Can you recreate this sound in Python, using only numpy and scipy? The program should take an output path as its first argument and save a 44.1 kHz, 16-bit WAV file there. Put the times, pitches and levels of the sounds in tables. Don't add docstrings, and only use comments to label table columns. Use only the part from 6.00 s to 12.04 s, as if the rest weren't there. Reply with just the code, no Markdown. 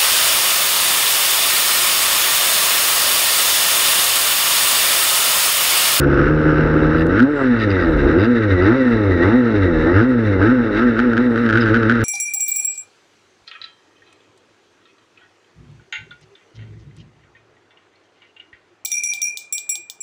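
import sys
import numpy as np
from scipy import signal
from scipy.fft import rfft, irfft
from scipy.io import wavfile

SR = 44100
rng = np.random.default_rng(int(sys.argv[2]) if len(sys.argv) > 2 else 0)


def transcribe(u):
    v = np.clip(np.atleast_2d(u).T, -1, 1)
    q = np.round(v * 32767).astype(np.int16)
    wavfile.write(sys.argv[1], SR, q)


N = 266364
TIME = np.arange(N) / SR
MID_HZ = 104.2

FIRING_PATTERN = [2.5, -0.27, 1.5, -1.7, -1]
# time in seconds, rasp in dB, whirr in dB.
MACHINE_DRIFT = [(0, 4, -15), (0.901, 3, -5), (1.08, -3.5, -9), (1.16, 4.5, 3), (1.27, -4.5, -6),
                 (1.42, 3, 2), (1.75, 3.5, 2.5), (1.9, 1, -4.5), (2.04, 4.5, 0.5), (2.16, -2, -1.5),
                 (2.24, 2, -1), (2.35, 0.5, 1), (2.65, 1, 2.5), (3.2, -1, 2), (3.88, -1.5, 0.5),
                 (4.0, 2, -3), (4.1, -1, -3), (4.3, 0, 0), (5.0, 2, 1), (5.32, -0.5, -6), (5.55, 6.5, 0.5),
                 (6.04, 2.5, 0.5)]
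# time and half length in seconds, lift of the snarl and of the rasp in dB.
OVERRUN_FLARE = (1.41, 0.042, 13, 5.7)


def exhaust(turns, speed, throttle, silencer_db=-26, trim_db=-0.35, lag_s=0.0045):
    # firing rate in Hz, then the levels of orders 1 to 4 in dB.
    pipe_response = [(68, -23, -24.5, -37, -25), (77.2, -26.5, -26, -25, -23.5), (85, -28, -27.5, -21, -19),
                     (91.6, -18, -29.5, -25.5, -22.5), (97.3, -16.5, -29.5, -21.5, -28.5),
                     (104.1, -19.5, -27, -20.5, -26.5), (112, -21.5, -24, -23.5, -27),
                     (118.1, -25.5, -15, -29.5, -24.9), (129.3, -31, -13, -27.5, -25),
                     (140.3, -34.2, -23, -22, -24), (149, -35, -16, -23, -36)]
    # the lift at full throttle in dB, for orders 1 to 4.
    throttle_lifts = [1.5, 3, -1, -2]
    # time in seconds, then the drift of orders 1 to 4 in dB.
    order_drift = [(0, -1.5, 5.5, 0, 0.82), (.9, -1.5, 5.5, -2, -2), (1.1, 1, 0, -1.2, -2.3),
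                   (2.15, 0, 0.5, 0.21, 1.7), (4.5, 1.5, 0.5, 0.084, 0.22), (4.719, -6.5, -1, -1.02, 0),
                   (5.25, -3.5, 0, -1, -0.29), (5.6, 0.5, 0.5, 0.03, 0), (6.04, 0, 0, -0.45, 0)]
    # frequency in Hz, relative gain in dB.
    silencer = [(250, -30), (345, 12), (400, -11.5), (480, 6), (530, 1), (600, -10), (700, -31),
                (800, -35.5), (1500, -54.5)]
    airbox_hz, airbox_width_hz, airbox_db = 332, 36, 10.5
    rates, *responses = np.transpose(pipe_response)
    lagged = np.interp(TIME - lag_s, TIME, speed)
    out = gain_of(silencer_db) * through(upper_orders(turns), silencer)
    per_order = zip(responses, throttle_lifts, follow(order_drift))
    for order, (response, lift_db, drift_db) in enumerate(per_order, 1):
        honk_db = airbox_db * bell(order * lagged, airbox_hz, airbox_width_hz)
        db = np.interp(lagged, rates, response) + (lift_db + honk_db) * throttle
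        db += drift_db + 2 * wander(16) + trim_db
        out += np.sqrt(2) * gain_of(db) * np.cos(2 * np.pi * (order * turns + rng.random()))
    return out


def sputter(turns, speed, throttle, uneven_db=-4, pattern_db=-6.5, gas_db=-7):
    # frequency in Hz, relative gain in dB.
    pipe = [(60, -27), (110, -5.5), (150, -22), (195, -20), (245, -5), (325, -2.5), (400, -8), (490, -6.5),
            (600, -19), (790, -27.5), (1000, -31), (3000, -83)]
    # base level in dB, dB per octave of revs, dB added at full throttle.
    law = (-25, -11, 3.5)
    db = level(law, speed, throttle, waver_db=0.1)
    slow = low_revs(speed, below_hz=90, span_hz=12)
    uneven = evened(firings(turns, rng.uniform(-0.76, 1, 1024))) * (1 - 0.07 * slow)
    pattern = evened(firings(turns, FIRING_PATTERN)) * slow
    gas = evened(puffs(turns, decay=0.2, floor=0.26))
    drive = gain_of(uneven_db) * uneven + gain_of(pattern_db) * pattern + gain_of(gas_db) * gas
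    return gain_of(db) * through(reflected(drive, delays_s=(.0019, .0031, .0047)), pipe)


def snarl(turns, speed, throttle, gas_db=-7):
    # frequency in Hz, relative gain in dB.
    tailpipe = [(480, -19), (620, 3), (700, 1.5), (780, -7.5), (850, 4.5), (930, -1.5), (1020, -6.5),
                (1160, -2), (1400, -4), (2200, -21), (4000, -49)]
    # base level in dB, dB per octave of revs, dB added at full throttle.
    law = (-38, -1, 7.1)
    # time in seconds, drift of the level in dB.
    drift = [(0, -3), (.45, -1), (.7, 1), (1.15, -2.5), (1.8, 3), (2.4, -1.5), (2.75, 3), (3.25, 4),
             (3.75, 2.5), (4.15, 0), (4.45, 2.5), (4.7, -1.5), (5.35, 0), (6.04, -0.5)]
    flare_s, half_s, flare_db, _ = OVERRUN_FLARE
    db = level(law, speed, throttle, waver_db=1.34) + follow(drift)[0]
    db += flare_db * swell(flare_s, half_s)
    gas = through(puffs(turns, decay=0.088, floor=0.78), tailpipe)
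    return gain_of(db) * (through(upper_orders(turns), tailpipe) + gain_of(gas_db) * gas)


def cylinder(turns, speed, throttle, gas_db=-1, slap_db=-6):
    # frequency in Hz, relative gain in dB.
    walls = [(500, -37.5), (1020, -17), (1300, 2), (1550, 2.5), (1800, -7.5), (2150, -15.5), (2440, -23),
             (2680, -17.5), (3300, -30.5), (3900, -28.5), (4500, -38.5), (5400, -33.5), (7000, -58.5),
             (15000, -64)]
    # base level in dB, dB per octave of revs, dB added at full throttle.
    law = (-30, -1.4, 6.26)
    drift_db, _ = follow(MACHINE_DRIFT)
    flare_s, half_s, _, flare_db = OVERRUN_FLARE
    db = level(law, speed, throttle, waver_db=1.46) + drift_db + flare_db * swell(flare_s, half_s)
    gas = through(puffs(turns, decay=1, floor=1) * gain_of(1.3 * wander(42)), walls)
    impacts = firings(turns, 1 + 0.72 * rng.uniform(-1.3, 1, 1024))
    slap = through(reflected(impacts, delays_s=(.0007, .0013)), walls)
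    return gain_of(db) * (gain_of(gas_db) * gas + gain_of(slap_db) * slap)


def crankcase(turns, speed, throttle, grind_db=-5, ring_db=-7, case_hz=1920, width_hz=150):
    # frequency in Hz, relative gain in dB.
    whirr = [(1000, -16.5), (1600, -0.5), (1930, 5), (2120, -1), (2400, -13), (2750, -16.5), (3250, -26),
             (3650, -9.5), (3950, -10.5), (4250, -28), (5700, -27.5), (7300, -46), (8400, -49.5),
             (15000, -63)]
    # a gear whine's multiple of the crank speed, its relative level in dB.
    gears = [(14.9, -8), (21.8, -4)]
    # base level in dB, dB per octave of revs, dB added at full throttle.
    law = (-29, -3, 0.73)
    _, drift_db = follow(MACHINE_DRIFT)
    db = level(law, speed, throttle, waver_db=0.44) + drift_db
    grind = through(puffs(turns, decay=1, floor=1), whirr)
    out = gain_of(grind_db) * grind + gain_of(ring_db) * castings(turns)
    for order, gear_db in gears:
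        resonance = .28 + bell(order * speed, case_hz, width_hz)
        falloff = 1 / (1 + (order * speed / 2150) ** 18)
        whine = np.sqrt(2) * np.cos(2 * np.pi * order * turns + .5 * wander(70))
        out += gain_of(gear_db + 2 * wander(30)) * resonance * falloff * whine
    return gain_of(db) * out


def castings(turns):
    # frequency in Hz, bandwidth in Hz, relative level in dB.
    modes = [(1300, 31, 1), (1600, 29, 0), (1830, 32, -1), (2672, 60, -9.5), (3815, 99, -12)]
    t = np.arange(2048) / SR
    ring = sum(gain_of(db) * np.sqrt(width) * np.exp(-np.pi * width * t) * np.sin(2 * np.pi * hz * t)
               for hz, width, db in modes)
    gas = evened(puffs(turns, decay=0.21, floor=0.35))
    piston = evened(firings(turns, 1 + .5 * rng.uniform(-1, 1, 1024)))
    band = signal.butter(3, [1200, 4300], "band", fs=SR, output="sos")
    drive = signal.sosfilt(band, gas + 0.58 * piston)
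    return evened(signal.oaconvolve(drive, ring)[:N])


def panel(speed, boost_db=21, rebound=0.66, rebound_s=0.001366, chatter_s=0.0014):
    # frequency in Hz, relative gain in dB.
    plastic = [(300, -23), (900, -32), (1250, 0), (1500, 5), (1720, 0), (2200, -20.5), (2800, -16),
               (4200, -25.5), (5800, -34.5), (8000, -49.5), (15000, -62.5)]
    # start and length in seconds, relative levels of the first and last knock in dB.
    bouts = [(1.194, .013, -12, -10.5), (4.428, .016, -18, -25.5), (4.753, .024, -28, -18),
             (4.992, .013, -10.5, -14.5), (5.134, .004, -16.5, -15), (5.17, .013, -14.5, -13),
             (5.36, .004, -17.5, -17), (5.378, .004, -15.5, -15), (5.464, .004, -17.5, -17),
             (5.491, .022, -12.5, -13), (5.528, .013, -11, -15), (5.556, .004, -11, -12),
             (5.574, .012, -10, -14), (5.623, .004, -17, -18), (5.66, .04, -16.5, -18),
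             (5.744, .031, -10.5, -16.5), (5.832, .004, -14, -14), (5.897, .004, -7.5, -8),
             (5.905, .022, -14.5, -13), (5.955, .004, -18.5, -17), (6.008, .013, -18, -16)]
    out, t = np.zeros(N), np.arange(600) / SR
    ring = impulse_response(plastic)
    for start, length, first_db, last_db in bouts:
        period_s = 1 / np.interp(start, TIME, speed)
        times = start + np.arange(0, length, period_s)
        for s, db in zip(times, np.linspace(first_db, last_db, len(times))):
            chatter = .04 * rng.standard_normal(len(t)) * np.exp(-t / chatter_s)
            soft = np.exp(-((t - rebound_s * rng.uniform(0.92, 0.96)) / .0001) ** 2)
            force = (t == 0) + rebound * soft / soft.sum() + chatter
            knock = np.convolve(force, ring)
            add(out, s, gain_of(db + boost_db) * knock / np.linalg.norm(knock))
    return out


def frame(speed, throttle):
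    # frequency in Hz, relative gain in dB.
    resonance = [(12, -34), (24, -15.5), (33, -9.5), (42, 1), (50, 0.5), (60, -12), (90, -33), (300, -82.5)]
    # base level in dB, dB per octave of revs, dB added at full throttle.
    law = (-34.5, -16, 1.7)
    # time and half length in seconds, lift in dB.
    shudder_swells = [(0.659, .1, 4), (1.896, .09, 7.5), (2.042, .04, 7), (3.74, .05, 5)]
    db = level(law, speed, throttle, waver_db=2)
    db += sum(lift_db * swell(s, half_s) for s, half_s, lift_db in shudder_swells)
    sway = signal.hilbert(through(rng.standard_normal(N), resonance, size=32768))
    bounded = sway.real / np.sqrt(abs(sway) ** 2 + 3)
    return gain_of(db) * evened(bounded)


def fittings(turns):
    # frequency in Hz, relative gain in dB.
    resonances = [(1000, -19), (2200, -11.5), (2700, 12), (3200, -7), (3850, 8), (4300, -11), (4900, 2.5),
                  (5400, -19), (7500, -37), (11500, -38), (15000, -35)]
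    # start and end in seconds, level in dB.
    spells = [(.96, 1.035, -40), (1.221, 1.23, -37), (1.585, 1.651, -35), (1.695, 1.734, -36),
              (1.789, 1.872, -40), (2.175, 2.275, -38), (2.614, 2.672, -41), (2.77, 2.81, -46),
              (3.914, 4.057, -46), (4.74, 4.81, -42), (5.594, 5.65, -35)]
    shake = np.zeros(N)
    for start, end, db in spells:
        add(shake, start, gain_of(db) * signal.windows.tukey(int((end - start) * SR), .4))
    return shake * through(puffs(turns, decay=0.23, floor=0.046), resonances)


def slack_drive(turns, speed, level_db=-46):
    # frequency in Hz, relative gain in dB.
    clatter = [(1200, -12), (2100, 14.5), (2440, -5), (2700, 8), (3300, -15), (4100, -7.5), (4500, -21),
               (5500, -9.5), (7200, -27), (8500, -27), (15000, -39.5)]
    slow = low_revs(speed, below_hz=81, span_hz=4)
    burst = np.exp(-(turns / len(FIRING_PATTERN) % 1) / .25)
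    return gain_of(level_db) * slow * through(burst * puffs(turns, decay=0.33, floor=0.33), clatter)


def squeaks():
    # start and length in seconds, centre and width in Hz, level in dB.
    bursts = [(0.959, 0.067, 12100, 1130, -63), (0.967, .06, 9500, 250, -67),
              (1.224, 0.0057, 5470, 3170, -48), (1.34, 0.12, 7600, 398, -63),
              (5.606, 0.0087, 5100, 130, -38), (5.614, 0.0091, 5000, 130.3, -36)]
    out, hz = np.zeros(N), np.fft.rfftfreq(SR, 1 / SR)
    for start, length, centre, width, db in bursts:
        band = evened(irfft(rfft(rng.standard_normal(SR)) * bell(hz, centre, width)))
        window = signal.windows.tukey(int(length * SR), .5)
        add(out, start, gain_of(db) * window * band[:len(window)])
    return out


def tyres_and_chain(turns, speed, base_db=-71, db_per_octave=5):
    # frequency in Hz, relative gain in dB.
    hiss = [(2000, -3), (6300, -2.5), (7400, -2.5), (8400, 5.5), (9900, -12.5), (11500, 2.5), (12200, -13),
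            (12900, -5), (13800, -10.5), (15000, -22.5)]
    db = base_db + db_per_octave * np.log2(speed / MID_HZ) + 1.8 * wander(12)
    return gain_of(db) * through(puffs(turns, decay=.2, floor=.5), hiss)


def riding(end_hz=107.7, easing=.27, peak_skew=0.82, opening_power=0.68):
    # time in seconds, firing rate in Hz, throttle from 0 to 1.
    cruise = [(0, 71.4, 0.4), (.17, 69, 0.34), (.33, 77, .4), (.7, 77, 0.47), (.9, 77.5, 0.5),
              (1.04, 81.5, 0.4)]
    # opening time in seconds, firing rate then in Hz, shutting time in seconds, rate then
    # in Hz, exponents of the rise and of the fall (1 is even), peak throttle from 0 to 1.
    blips = [(1.068, 81.88, 1.312, 151.3, 1.16, 1.01, 0.8), (2.036, 68.67, 2.3, 123.8, 1.5, 1.17, 0.8),
             (2.578, 88.53, 2.771, 135.9, 1.6, 1.11, 1), (3.193, 83.96, 3.376, 128.9, 1.28, 1.08, 1),
             (3.771, 78.33, 4.076, 131.1, 2.06, 1.13, 0.93), (4.382, 90.98, 4.534, 130.7, 1.21, 1.07, 1),
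             (4.731, 101.1, 4.849, 124.9, 1.13, 1.13, 1), (4.961, 108.4, 5.043, 125.9, 0.79, 1.02, 0.71),
             (5.131, 113.5, 5.235, 127.2, 1.65, 1.04, 0.48), (5.35, 112.7, 5.417, 121, 1.03, 0.96, 0.25),
             (5.532, 107.2, 5.595, 119.5, 1.14, 1.07, 0.49), (5.694, 105.6, 5.772, 118.1, 1.18, 1.09, 0.37),
             (5.859, 107.7, 5.925, 119.9, 1.21, 1.62, 0.32)]
    speed, throttle = follow(cruise)
    ends = [row[:2] for row in blips[1:]] + [(TIME[-1], end_hz)]
    for (opens, low, shuts, top, lag, linger, push), (reopens, rest) in zip(blips, ends):
        rise = np.clip((TIME - opens) / (shuts - opens), 0, 1) ** lag
        fall = np.clip((TIME - shuts) / (reopens - shuts), 0, 1) ** linger
        climb = rise - easing * np.sin(2 * np.pi * rise) / (2 * np.pi)
        opening = abs(np.sin(np.pi * rise ** peak_skew)) ** opening_power
        speed = np.where(TIME > opens, (low + (top - low) * climb) * (rest / top) ** fall, speed)
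        throttle = np.where(TIME > opens, push * opening, throttle)
    return speed, throttle


def crank(speed, lurch_turns=.009):
    turns = np.cumsum(speed) / SR
    slow = low_revs(speed, below_hz=86.5, span_hz=4)
    return turns + lurch_turns * slow * np.sin(2 * np.pi * turns / len(FIRING_PATTERN))


def jolts(turns, speed, pattern_db=-1.5, shake_db=2.5):
    slow = low_revs(speed, below_hz=84, span_hz=6)
    pulsing = np.cos(2 * np.pi * turns / len(FIRING_PATTERN))
    return gain_of(pattern_db * slow * pulsing + shake_db * wander(18))


def firings(turns, strengths):
    at = np.interp(np.arange(1, int(turns[-1])), turns, np.arange(N))
    near = at.astype(int)[:, None] + np.arange(-7, 9)
    offset = near - at[:, None]
    pulses = np.sinc(offset) * np.sinc(offset / 9) * np.resize(strengths, len(at))[:, None]
    return np.bincount(np.clip(near, 0, N - 1).ravel(), pulses.ravel(), N)


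def puffs(turns, decay, floor):
    return rng.standard_normal(N) * (floor + np.exp(-(turns % 1) / decay))


def upper_orders(turns, lowest=5, count=19, size=4096):
    lines = np.zeros(size // 2 + 1, complex)
    lines[lowest:lowest + count] = np.exp(2j * np.pi * rng.random(count))
    return np.interp(turns % 1, np.arange(size) / size, evened(irfft(lines)))


def reflected(x, delays_s, bounce=0.5):
    spectrum, hz = rfft(x), np.fft.rfftfreq(N, 1 / SR)
    for delay in delays_s:
        echo = np.exp(-2j * np.pi * hz * delay)
        spectrum = spectrum * (echo - bounce) / (1 - bounce * echo)
    return irfft(spectrum, N)


def impulse_response(colour, size=4096):
    points_hz, db = np.transpose(colour)
    hz = abs(np.fft.fftfreq(size, 1 / SR))
    log_gain = np.log(gain_of(np.interp(np.log(hz + 1), np.log(points_hz), db)))
    spectrum = np.exp(np.conj(signal.hilbert(log_gain)))
    ring = np.fft.ifft(spectrum).real[:size // 2]
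    return ring / np.linalg.norm(ring)


def through(x, colour, size=4096):
    return evened(signal.oaconvolve(x, impulse_response(colour, size))[:N])


def level(law, speed, throttle, waver_db):
    base_db, db_per_octave, throttle_db = law
    steady_db = base_db + db_per_octave * np.log2(speed / MID_HZ) + throttle_db * throttle
    return steady_db + waver_db * wander(13)


def low_revs(speed, below_hz, span_hz):
    return np.clip((below_hz - speed) / span_hz, 0, 1)


def wander(hz, count=4096):
    rates = np.fft.rfftfreq(count, TIME[-1] / count)
    coarse = evened(irfft(rfft(rng.standard_normal(count)) * np.exp(-(rates / hz) ** 2)))
    return np.interp(TIME, np.linspace(0, TIME[-1], count), coarse)


def bell(hz, centre_hz, width_hz):
    return np.exp(-((hz - centre_hz) / width_hz) ** 2 / 2)


def swell(s, half_s):
    return np.exp(-((TIME - s) / half_s) ** 2)


def follow(rows):
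    times, *columns = np.transpose(rows)
    return [np.interp(TIME, times, column) for column in columns]


def add(mix, s, sound):
    part = mix[max(round(s * SR), 0):][:len(sound)]
    part += sound[:len(part)]


def gain_of(db):
    return 10 ** (np.asarray(db) / 20)


def evened(x):
    return x / np.sqrt(np.mean(x ** 2) + 1e-20)


def scene():
    revs, throttle = riding()
    speed = revs * (1 + 0.003097 * wander(25.36))
    turns = crank(speed)
    engine = turns, speed, throttle
    pipe = exhaust(*engine) + sputter(*engine) + snarl(*engine)
    running_gear = crankcase(*engine) + tyres_and_chain(turns, speed)
    machinery = cylinder(*engine) + jolts(turns, speed) * running_gear
    rattles = panel(speed) + frame(speed, throttle) + fittings(turns) + slack_drive(turns, speed)
    return (pipe + machinery + rattles + squeaks())[None]


def record(dry, low_hz=20, high_hz=14600, ceiling=0.96):
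    thin = signal.sosfilt(signal.butter(2, low_hz, "high", fs=SR, output="sos"), dry)
    rounded = thin / (1 + (thin / ceiling) ** 8) ** (1 / 8)
    low_pass = signal.firwin(511, high_hz, window=("kaiser", 9), fs=SR)
    return signal.oaconvolve(rounded, low_pass[None], "same")


dry = scene()
out = record(dry)
transcribe(out)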